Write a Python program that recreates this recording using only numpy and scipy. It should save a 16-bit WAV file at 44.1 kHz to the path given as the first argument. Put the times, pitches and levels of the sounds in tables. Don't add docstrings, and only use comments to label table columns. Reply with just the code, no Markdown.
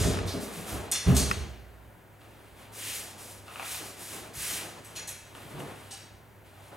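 import sys
import numpy as np
from scipy import signal
from scipy.fft import rfft, irfft
from scipy.io import wavfile
from scipy.ndimage import uniform_filter1d

SR = 44100
rng = np.random.default_rng(int(sys.argv[2]) if len(sys.argv) > 2 else 0)


def store_wav(level_fs):
    pcm = np.round(np.clip(np.atleast_2d(level_fs), -1, 1) * 32767)
    wavfile.write(sys.argv[1], SR, pcm.T.astype(np.int16))


def elevation(decibels):
    levels = np.asarray(decibels, float)
    return 10 ** (levels / 20)


N = 298363
LEAD = SR // 5
M = N + LEAD
FREQ = np.maximum(np.fft.rfftfreq(M, 1 / SR), 1)


def level(x, db):
    return x * elevation(db) / np.sqrt(np.mean(x ** 2))


def across(table, hz):
    f, v = np.transpose(table)
    return np.interp(np.log(hz), np.log(f), v)


def band(x, lo_hz, hi_hz):
    sos = signal.butter(2, [lo_hz, min(hi_hz, SR / 2.2)], "band", fs=SR, output="sos")
    return signal.sosfilt(sos, x)


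def walk(rate):
    k = int(SR / rate)
    held = np.repeat(rng.standard_normal(M // k + 1), k)
    return uniform_filter1d(uniform_filter1d(held, k), k)[:M]


def ring(push, modes, slim, size):
    t, y = np.arange(size) / SR, 0
    for k, (hz, width, db) in enumerate(modes):
        response = np.sin(2 * np.pi * hz * t) * np.exp(-np.pi * slim * width * t)
        mode = signal.fftconvolve(push, response)[:size]
        y = y + (-1) ** k * np.sqrt(width) * level(mode, db)
    return y / np.abs(y).max()


def add(track, s, sound):
    i = LEAD + int(s * SR)
    track[i:i + len(sound)] += sound[:M - i]


def stroke(rise, hold, fade_db_s):
    t = np.arange(int((rise + hold + .8) * SR)) / SR
    swell = np.minimum(t / rise, 1) ** 0.744
    return (swell * elevation(-fade_db_s * np.maximum(t - rise - hold, 0))) ** 2


def air():
    # f/Hz, level/dB per Hz
    hiss_spectrum = [(15, -55), (31, -16), (50, -20.5), (62, -7), (102, -15), (127, -10), (180, -16),
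                     (256, -16.5), (416, -16), (451, -21), (575, -17.5), (840, -21.5), (911, -17.5),
                     (1190, -27.5), (1440, -22.5), (5280, -42.5), (16000, -37.5)]
    hum_hz, hum_width_hz, hum_db = 101.98, 5.02, -55
    hiss = irfft(rfft(rng.standard_normal((2, M))) * elevation(across(hiss_spectrum, FREQ)), M)
    hiss *= elevation(-55.5 + 0.71 * walk(5.4)) / np.std(band(hiss, 91.3, 20000))
    phase = 2 * np.pi * np.cumsum(hum_hz + hum_width_hz * walk(13)) / SR
    return hiss + elevation(hum_db + 2.05 * walk(18)) * np.sin(phase) * np.array([[1], [.3]])


def hall(x, gap_s, build_s):
    # f/Hz, t60/s
    decay_times = [(60, 0.536), (500, 0.906), (2000, 0.885), (4200, 0.676), (6500, 0.618), (10000, 0.436),
                   (16000, 0.293)]
    t, tail = np.arange(SR + SR // 2) / SR, 0
    noise = rfft(rng.standard_normal((2, len(t))))
    octave = np.log2(np.fft.rfftfreq(len(t), 1 / SR) + 1)
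    for centre in np.arange(5, 15, .5):
        share = np.clip(1 - 2 * np.abs(octave - centre), 0, 1)
        tail = tail + irfft(noise * share, len(t)) * 1000 ** (-t / across(decay_times, 2 ** centre))
    build = 1 - np.exp(-np.maximum(t - gap_s, 0) / build_s)
    tail = tail * build * (1 + 0.603 * np.exp(-t / 0.0162))
    return signal.fftconvolve(x[None], tail / np.sqrt(np.sum(tail[0] ** 2)), axes=1)[:, :M]


def cloth():
    # f/Hz, level/dB per Hz
    swish_spectrum = [(1500, -11), (3000, -9), (4200, -2.5), (6000, -1), (9600, 1), (13000, -4),
                      (15000, -10), (16000, -11.5)]
    # t/s, rise/s, hold/s, peak level/dB, dull rub above it/dB
    sweeps = [(-.05, 0.0305, 0.106, -48.5, 11), (0.258, 0.014, 0.072, -48, -11),
              (0.398, 0.0145, 0.032, -45, -12), (0.512, 0.0254, 0.081, -47, -1.5),
              (0.651, 0.0452, 0.027, -41, -5.5), (1.057, 0.0336, 0.102, -44.5, 2),
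              (1.29, 0.015, 0.009, -47, 5), (2.189, 0.023, 0.91, -66.5, 4.5), (2.552, 0.042, .02, -59, 1.5),
              (2.717, 0.169, 0.0932, -38, -8), (3.17, 0.0254, 0.125, -48.5, -9),
              (3.434, 0.227, 0.025, -47.5, 4.5), (3.609, 0.115, 0.035, -39, -15.5),
              (3.835, 0.0234, 0.0103, -46.5, -6.5), (3.964, 0.0597, 0.107, -44.5, -8.5),
              (4.095, 0.047, 0.0197, -46.5, -1.5), (4.33, 0.1101, 0.1087, -35, -5.5),
              (4.826, 0.025, 0.12, -57, 2), (5.189, 0.109, 0.102, -61.5, 4.5),
              (5.341, 0.0106, 0.21, -56, 0.5), (5.583, .015, .005, -51, -17), (5.65, 0.039, 0.31, -58, 3.5),
              (6.436, 0.029, 0.178, -65, 6), (6.588, 0.08, .1, -61.5, -1)]
    # t/s, rise/s, hold/s, peak level/dB
    scuffs = [(-.05, 0.1075, 0.0186, -32), (0.292, 0.0736, 0.0195, -38.5), (0.455, 0.031, 0.111, -43),
              (0.614, 0.114, 0.069, -37.5), (1.038, 0.032, 0.063, -34), (1.3, 0.016, .005, -65),
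              (2.196, 0.054, 0.265, -57.5), (2.539, 0.054, 0.0186, -51), (2.691, 0.031, 0.628, -49.5),
              (3.48, 0.12, 0.0205, -44), (3.784, 0.021, 0.023, -43.5), (3.912, 0.1, 0.099, -49),
              (4.073, 0.085, 0.154, -46.5), (4.396, 0.16, 0.08, -42), (4.845, 0.056, 0.129, -49.5),
              (5.22, 0.069, 0.049, -55), (5.343, 0.0088, 0.187, -49.5), (5.498, 0.04, 0.0196, -43.5),
              (5.565, 0.0204, 0.0048, -41.5), (5.685, 0.0194, .01, -50.5), (6.488, 0.12, 0.24, -61.5),
              (6.708, 0.0177, .05, -48.5)]
    swish_power, rub_power, scuff_power, sheen_power = power = np.zeros((4, M))
    for s, rise, hold, db, rub_db in sweeps:
        add(swish_power, s, stroke(rise, hold, 75) * elevation(2 * db))
        add(sheen_power, s, stroke(rise, hold, 118) * elevation(2 * db))
        add(rub_power, s, stroke(rise, hold, 64.5) * elevation(2 * (db + rub_db)))
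    for s, rise, hold, db in scuffs:
        shape = stroke(rise, hold, 45)
        add(rub_power, s, shape * elevation(2 * (db - 11.5)))
        add(scuff_power, s, shape * elevation(2 * db))
    swish_gain, rub_gain, scuff_gain, sheen_gain = np.sqrt(power)
    burst_db = 1.1 * uniform_filter1d(rng.exponential(size=M), size=12) + 0.685 * walk(60)
    grains = rng.standard_normal((2, M)) * elevation(burst_db)
    swish = irfft(rfft(grains) * elevation(across([(1500, -25.5)] + list(swish_spectrum), FREQ)), M)
    rub = band(grains, 1037, 3896) * elevation(1.1 * walk(29.83))
    scuff = band(rng.standard_normal((2, M)), 126, 1056) * elevation(2.0 * walk(24.99))
    swish = level(swish, 0.83)
    sheen = signal.sosfiltfilt(signal.butter(2, 8070, "high", fs=SR, output="sos"), swish)
    fabric = swish_gain * (swish - sheen) + sheen_gain * sheen
    return fabric + rub_gain * level(rub, -3.5) + scuff_gain * level(scuff, -3.36)


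def drags():
    # t/s, rise/s, hold/s, peak level/dB, centre f/Hz
    folds = [(2.777, 0.095, 0.05, -44, 2600), (3.731, 0.015, 0.023, -49, 3300),
             (4.421, 0.097, 0.06, -47, 2440), (6.497, 0.072, 0.19, -57.5, 780)]
    span, out = 1.366, np.zeros((2, M))
    for s, rise, hold, db, hz in folds:
        shape = np.sqrt(stroke(rise, hold, 109))
        for side in out:
            hiss = band(rng.standard_normal(len(shape)), hz / span, hz * span)
            add(side, s, shape * level(hiss, db))
    return out


def taps():
    # t/s, peak level/dB, pitch f/Hz, hall share/dB, length/ms
    ticks = [(.172, -29.5, 2600, -20.5, 1.22), (0.188, -28.5, 1690, -26.5, 2.7),
             (1.085, -33.5, 4300, 9, 4.4), (1.312, -14.5, 1879, -28.5, 1.45),
             (2.217, -49, 4030, -7.5, 1.08), (3.481, -34, 2600, 1.5, 0.99), (3.509, -40, 900, -2, 0.8),
             (3.558, -27.5, 2510, -5.5, 0.64), (3.5966, -22.5, 2330, -4.5, 0.59),
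             (3.604, -34, 1710, -11, 0.72), (3.619, -33.5, 1190, -2, 0.61), (3.628, -28, 1900, -4.5, 0.71),
             (3.665, -37.5, 1500, -1.5, 0.79), (3.648, -33, 3370, -5, 0.88), (3.569, -32, 650, -2.5, 1.5),
             (3.685, -36.5, 1800, -5.5, .7), (3.757, -40.5, 2800, -4.5, 0.63),
             (3.745, -30.5, 3600, 0, 0.91), (5.351, -34.5, 1780, 1, 0.41), (5.604, -30, 1510, -7, 1.36)]
    # f/Hz, width/Hz, level/dB
    knock_modes = [(1359, 672, -6), (2600, 513, -4.5), (5160, 340, -8.5)]
    # f/Hz, width/Hz, level/dB
    side_modes = [(1138, 136, 12), (2600, 410, -13.5), (4200, 500, -21.5)]
    # f/Hz, width/Hz, level/dB
    rack_mode = (692, 365, -4.5)
    near, far = np.zeros((2, M)), np.zeros(M)
    t_ms = np.arange(400) * 1000 / SR
    for s, db, hz, wet_db, ms in ticks:
        close = wet_db < -10
        side_db, snap_db = (9.5, -8.5) if close else (-14, -25)
        tuning = 1 + (not close) * .07 * rng.standard_normal(len(knock_modes))
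        damp, dull_db = (1, 0) if close else (3.1, -1.5)
        knock = [(f * k, w * damp, d + dull_db * np.log2(f / 1000))
                 for (f, w, d), k in zip(knock_modes, tuning)]
        snap = band(rng.standard_normal(400) * np.exp(-t_ms / 1.27), 5150, 12000)
        push = rng.standard_normal(400) * np.exp(-t_ms / ms)
        body = knock[1:] if close else [knock[1], rack_mode]
        tick = elevation(db) * ring(push, [knock[0], (hz, 400, -2)] + body, 0.287, size=1500)
        add(near[0], s, tick)
        add(near[0], s, elevation(db + snap_db) * snap / np.abs(snap).max())
        add(near[1], s, elevation(db + side_db) * ring(push, side_modes, 0.49, size=1500))
        add(far, s, tick * elevation(wet_db))
    return near, far


def blades():
    # t/s, peak level/dB, chatter/s, crack above the ring/dB, crack from f/Hz
    clinks = [(-.03, -33.5, 0.0727, 5.5, 3100), (0.919, -17.5, 0.00392, -4.5, 5800),
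              (1.148, -30, 0.0113, 1, 3500), (1.1657, -21, 0.00547, 4, 4400),
              (4.847, -46, 0.00142, 2.5, 8500), (4.96, -29, 0.0123, -6, 3580),
              (5.074, -32.5, 0.00786, -1, 5960), (5.908, -38.5, 0.0155, -1, 2510),
              (.274, -32.5, 0.0142, -6.5, 3800), (0.9147, -22.5, 0.00118, 3.5, 7460),
              (.947, -29, 0.0081, -3.5, 2975), (1.162, -29.5, 0.0058, 3, 4200),
              (1.177, -30, 0.0076, 5.5, 3400), (1.193, -33.5, 0.0094, 8.5, 4530),
              (1.218, -36, 0.0066, -4, 4200), (4.954, -41, 0.0048, 3, 1790), (5.09, -33, 0.0044, 1.5, 6200),
              (5.188, -50, .004, -11, 5800)]
    wall_db = [-0.5, -1.5, 4, 2, 6, -2, -1.5, -0.5, 0.5, -14.5, 2.5, -9.5, 0, -4, 8, -4.5, -10, -5]
    # f/Hz, width/Hz, level/dB
    hilt = [(2700, 126, -6.5), (3522, 51, 2.5), (4300, 49, 2), (5830, 137, 1.5), (6630, 74, -9.5),
            (9060, 110, -13)]
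    dart = [(3330, 110, -1), (3830, 120, -2), (4790, 45, -3), (6110, 80, 0), (7010, 49, 0), (7890, 89, -4),
            (8450, 180, -3), (8950, 170, -4), (11400, 46, -8), (11700, 51, -9)]
    blade = [(2710, 240, -18.5), (3416, 42.5, -2), (4300, 54, 1.5), (5020, 310, -8.5), (5967, 131, 3),
             (6607, 76, 3), (6860, 45, 5), (7320, 59, -5.5), (7830, 170, -9), (8350, 120, 0),
             (9140, 117, 1.5), (9620, 52, -5), (10320, 38, -14), (10940, 180, -10)]
    spine = [(2760, 84, -7), (3400, 77, -5.5), (4285, 99, -1), (4693, 117, -6), (5964, 62, -2.5),
             (6393, 127, -4), (6710, 188, -1.5), (7290, 40, -12.5), (7850, 73, -10), (8346, 68, -2.5),
             (9070, 55, 0.5), (10860, 91, -8), (12600, 59, -12.5), (13320, 93, -13)]
    pin = [(5940, 150, -8), (6730, 49, -7), (7910, 34, 0), (8400, 91, -8), (10000, 100, -8),
           (10600, 38, -5), (11200, 140, -10)]
    guard = [(2093, 69, -9), (2614, 44, -0.5), (3430, 67, -5), (3770, 108, -6.5), (4276, 67, 2.5),
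             (4857, 63, -5.5), (5840, 84, 0.5), (6750, 62, 1), (7730, 107, -11), (8820, 133, -12),
             (10120, 60, -11), (10830, 69, -13), (11880, 58, -16.5)]
    collar = [(4200, 90, -3.5), (5420, 95, -9), (6050, 58, -5.5), (6350, 55, -2), (6920, 75, -2.5),
              (7800, 107, -23), (7930, 118, -3), (8870, 55, -8.5), (9340, 340, -9), (9940, 150, -14),
              (11530, 89, -12), (12030, 94, -14), (12400, 50, -14)]
    mouth = [(2843, 94, 0.5), (3900, 71, 0.5), (4260, 60, -3), (4570, 86, 3), (5657, 64, 2), (5900, 85, -6),
             (6530, 220, 0.5), (7760, 66, 0.5), (8370, 80, 2), (9730, 96, -9.5), (10270, 100, -16),
             (10600, 130, -4.5), (12400, 70, -15)]
    sheath = [(3640, 400, -1), (4400, 387, 1.82), (5150, 470, -0.47), (6200, 620, -6)]
    parts = [dart, blade, spine, spine, pin, guard, collar, mouth, sheath, pin, hilt,
             spine, spine, spine, spine, guard, collar, collar]
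    rings, cracks, clacks, spread = np.zeros((4, M))
    t = np.arange(SR // 6) / SR
    for (s, db, chatter, crack_db, lo_hz), modes, hall_db in zip(clinks, parts, wall_db):
        chance = rng.random((3, len(t)))
        impacts = (chance[0] < 900 / SR) * (2 * chance[1] - 1)
        impacts[0] = 1
        twins = [(hz * (1 + .012 * rng.standard_normal()), w, d - 8) for hz, w, d in modes]
        fade = np.exp(-t / chatter) - 0.768 * np.exp(-t / chatter / 0.467)
        scrape = (impacts + 3.02 * (chance[2] - .5)) * fade
        crack = band(scrape, lo_hz, 8500 + 0.546 * lo_hz)
        clack = band(scrape, 1403, 3550)
        steel = elevation(db) * ring(impacts * fade, list(modes) + twins, 1.9, size=SR // 4)
        add(rings, s, steel)
        add(spread, s, steel * elevation(hall_db))
        add(cracks, s, elevation(db + crack_db) * crack / np.abs(crack).max())
        add(clacks, s, elevation(db) * clack / np.abs(clack).max())
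    return rings, cracks, clacks, spread


def planks():
    # t/s, peak level/dB, pitch f/Hz, contact/s, width/Hz
    bends = [(0.059, -32, 264, 0.0185, 12.7), (0.109, -35, 225.5, 0.0137, 16),
             (1.064, -21.5, 178, .01, 16.3), (1.078, -18, 130.1, 0.0108, 13.3),
             (1.115, -25, 254.1, 0.0068, 15.4), (1.216, -27, 142.3, 0.0083, 17),
             (1.21, -24.5, 71.3, 0.0093, 4.9), (1.371, -33, 72.3, 0.0088, 5.64),
             (5.525, -39, 142.7, 0.0206, 8.1), (5.548, -46, 372.7, 0.0068, 22.6),
             (5.584, -38, 131.7, 0.0078, 16), (5.596, -41, 468.8, 0.0056, 18.6),
             (5.622, -41.5, 285.3, 0.0062, 26.6), (5.628, -41, 137.5, 0.0064, 18.5),
             (5.702, -47, 439.8, 0.0066, 25.4), (5.925, -47, 787, 0.0044, 52), (-.02, -32, 100.1, .02, 6.9),
             (.12, -28, 95.97, 0.026, 6.8), (.22, -29.5, 93.13, 0.0255, 6.9),
             (.365, -38, 325.5, 0.0116, 15), (.56, -41, 171.3, 0.018, 10), (0.728, -40, 77.4, 0.024, 9.1),
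             (1.11, -22, 73, 0.0168, 4.5), (1.285, -32.5, 123.7, 0.017, 9.7),
             (4.35, -47, 140.8, 0.0135, 11.4)]
    out, t = np.zeros(M), np.arange(SR // 10) / SR
    for s, db, hz, contact, width in bends:
        push = t / contact * np.exp(-2 * t / contact) * np.sin(2 * np.pi * hz * t)
        add(out, s, elevation(db) * ring(push, [(hz, width, 0)], slim=1, size=SR // 2))
    return out


def feet():
    # t/s, peak level/dB, toe slap above it/dB, contact/s, most moved span f/Hz
    steps = [(-.04, -19, -9.5, 0.0744, 99.6), (.04, -21.5, -5.5, 0.0298, 102.3),
             (.17, -28.5, -12, 0.0575, 90.6), (.335, -34, 4.5, 0.022, 205), (.55, -37, -6, 0.052, 163),
             (.70, -30, -6.5, 0.06, 90.5), (1.0595, -15.5, -32.5, 0.0063, 82),
             (1.068, -18.5, -7, 0.0129, 156), (1.115, -21.5, -6, 0.0177, 75),
             (1.2, -25.5, -10.5, 0.0156, 73.6), (1.36, -27.5, -14.5, 0.01555, 85),
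             (1.08, -26.5, -2.5, 0.0105, 134), (1.285, -28, -18.5, 0.0119, 122.5),
             (1.439, -41, -13.5, 0.018, 109), (5.593, -50.5, 11, 0.0068, 170),
             (3.808, -53.5, 12.5, 0.0038, 218), (4.14, -57, 13.5, 0.0395, 198),
             (4.35, -38, -19, 0.0476, 79), (4.56, -47, -0.5, 0.0335, 189), (5.421, -46, -3, 0.0316, 130),
             (5.54, -45, -7.5, 0.0215, 150), (5.51, -48, 2.5, 0.039, 140)]
    # f/Hz, width/Hz, level/dB
    floor_modes = [(56.2, 14.5, 5), (61.35, 1.35, 9), (73, 7.13, 4.5), (87.7, 1.15, -10), (93.6, 6.95, -1),
                   (110.4, 4.5, 0.5), (122.8, 6.2, 1), (142.15, 7, -0.5), (163, 17.5, 0.5), (178, 21.3, -2),
                   (204.05, 8, 0.5), (227.8, 16.8, -4.5), (258.6, 13.6, -13.5)]
    # f/Hz, width/Hz, level/dB
    slap_modes = [(296.5, 41.7, -5.5), (326.6, 26, 4.5), (348.2, 10.8, -10), (399, 78.4, 4.5),
                  (472, 18.1, -5.5), (596.3, 22, -5), (683.7, 32.8, -4), (900, 280, -51)]
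    out, t = np.zeros(M), np.arange(SR // 5) / SR
    for s, db, slap_db, contact, span_hz in steps:
        push = rng.standard_normal((2, len(t))) * t / contact * np.exp(-2 * t / contact)
        spot = [(hz, w, d - 13 * np.abs(np.log2(hz / span_hz))) for hz, w, d in floor_modes]
        add(out, s, elevation(db) * ring(push[0], spot, 1.0, size=SR))
        add(out, s, elevation(db + slap_db) * ring(push[1], slap_modes, 1.216, size=SR // 2))
    return out


def scene():
    # f/Hz, level/dB
    port_side = [(60, -19), (125, -9), (250, -10.5), (500, -10.5), (1000, -12.5), (2000, -6.5), (4000, -9),
                 (8000, -27), (12000, -11), (16000, -17)]
    # f/Hz, level/dB
    port_balance = [(60, -5), (110, -1), (200, 1), (380, 1), (700, -0.1), (1290, 0.5), (2380, 2), (4400, 0),
                    (8120, -0.58), (15000, 0.5)]
    # f/Hz, phase/rad
    port_lead = [(0, 0), (690, 0.4), (950, -1.328), (1460, 0.967), (1980, -0.13), (5080, -0.763),
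                 (6370, -0.092), (14700, -0.77), (15800, -0.1)]
    near, far = taps()
    steps, boards = feet(), planks()
    rings, cracks, clacks, spread = blades()
    sent = elevation(2.0) * band(steps + elevation(-7) * boards, 224.5, 4300)
    sent += elevation(6.0) * spread + elevation(2.5) * cracks + elevation(-4.5) * clacks
    sent += elevation(2.0) * band(far, 426, 2520)
    field = hall(sent, gap_s=0.00086, build_s=0.00149) + cloth() + drags() + near
    field[0] += steps + boards + cracks
    field[0] += elevation(2) * band(rings, 2190, 7300) + elevation(4.5) * band(rings, 6040, 11200)
    field[1] += 0.223 * np.roll(steps + boards, 500)
    rumble_cut = signal.butter(4, 48, "high", fs=SR, output="sos")
    mid, side = rfft(signal.sosfilt(rumble_cut, field) + air())
    side = side * elevation(across(port_side, FREQ))
    tilt = elevation(across(port_balance, FREQ) / 2) * np.exp(.5j * across(port_lead, FREQ))
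    return irfft(np.array([mid * tilt + side, mid / tilt - side]), M)[:, LEAD:]


def band_limit(x):
    return signal.sosfilt(signal.butter(12, 15840, fs=SR, output="sos"), x)


def record(dry):
    top_cut = signal.ellip(8, .1, 50, 15800, fs=SR, output="sos")
    mix = signal.sosfiltfilt(top_cut, dry)
    return band_limit(mix)


dry = scene()
out = record(dry)
store_wav(out)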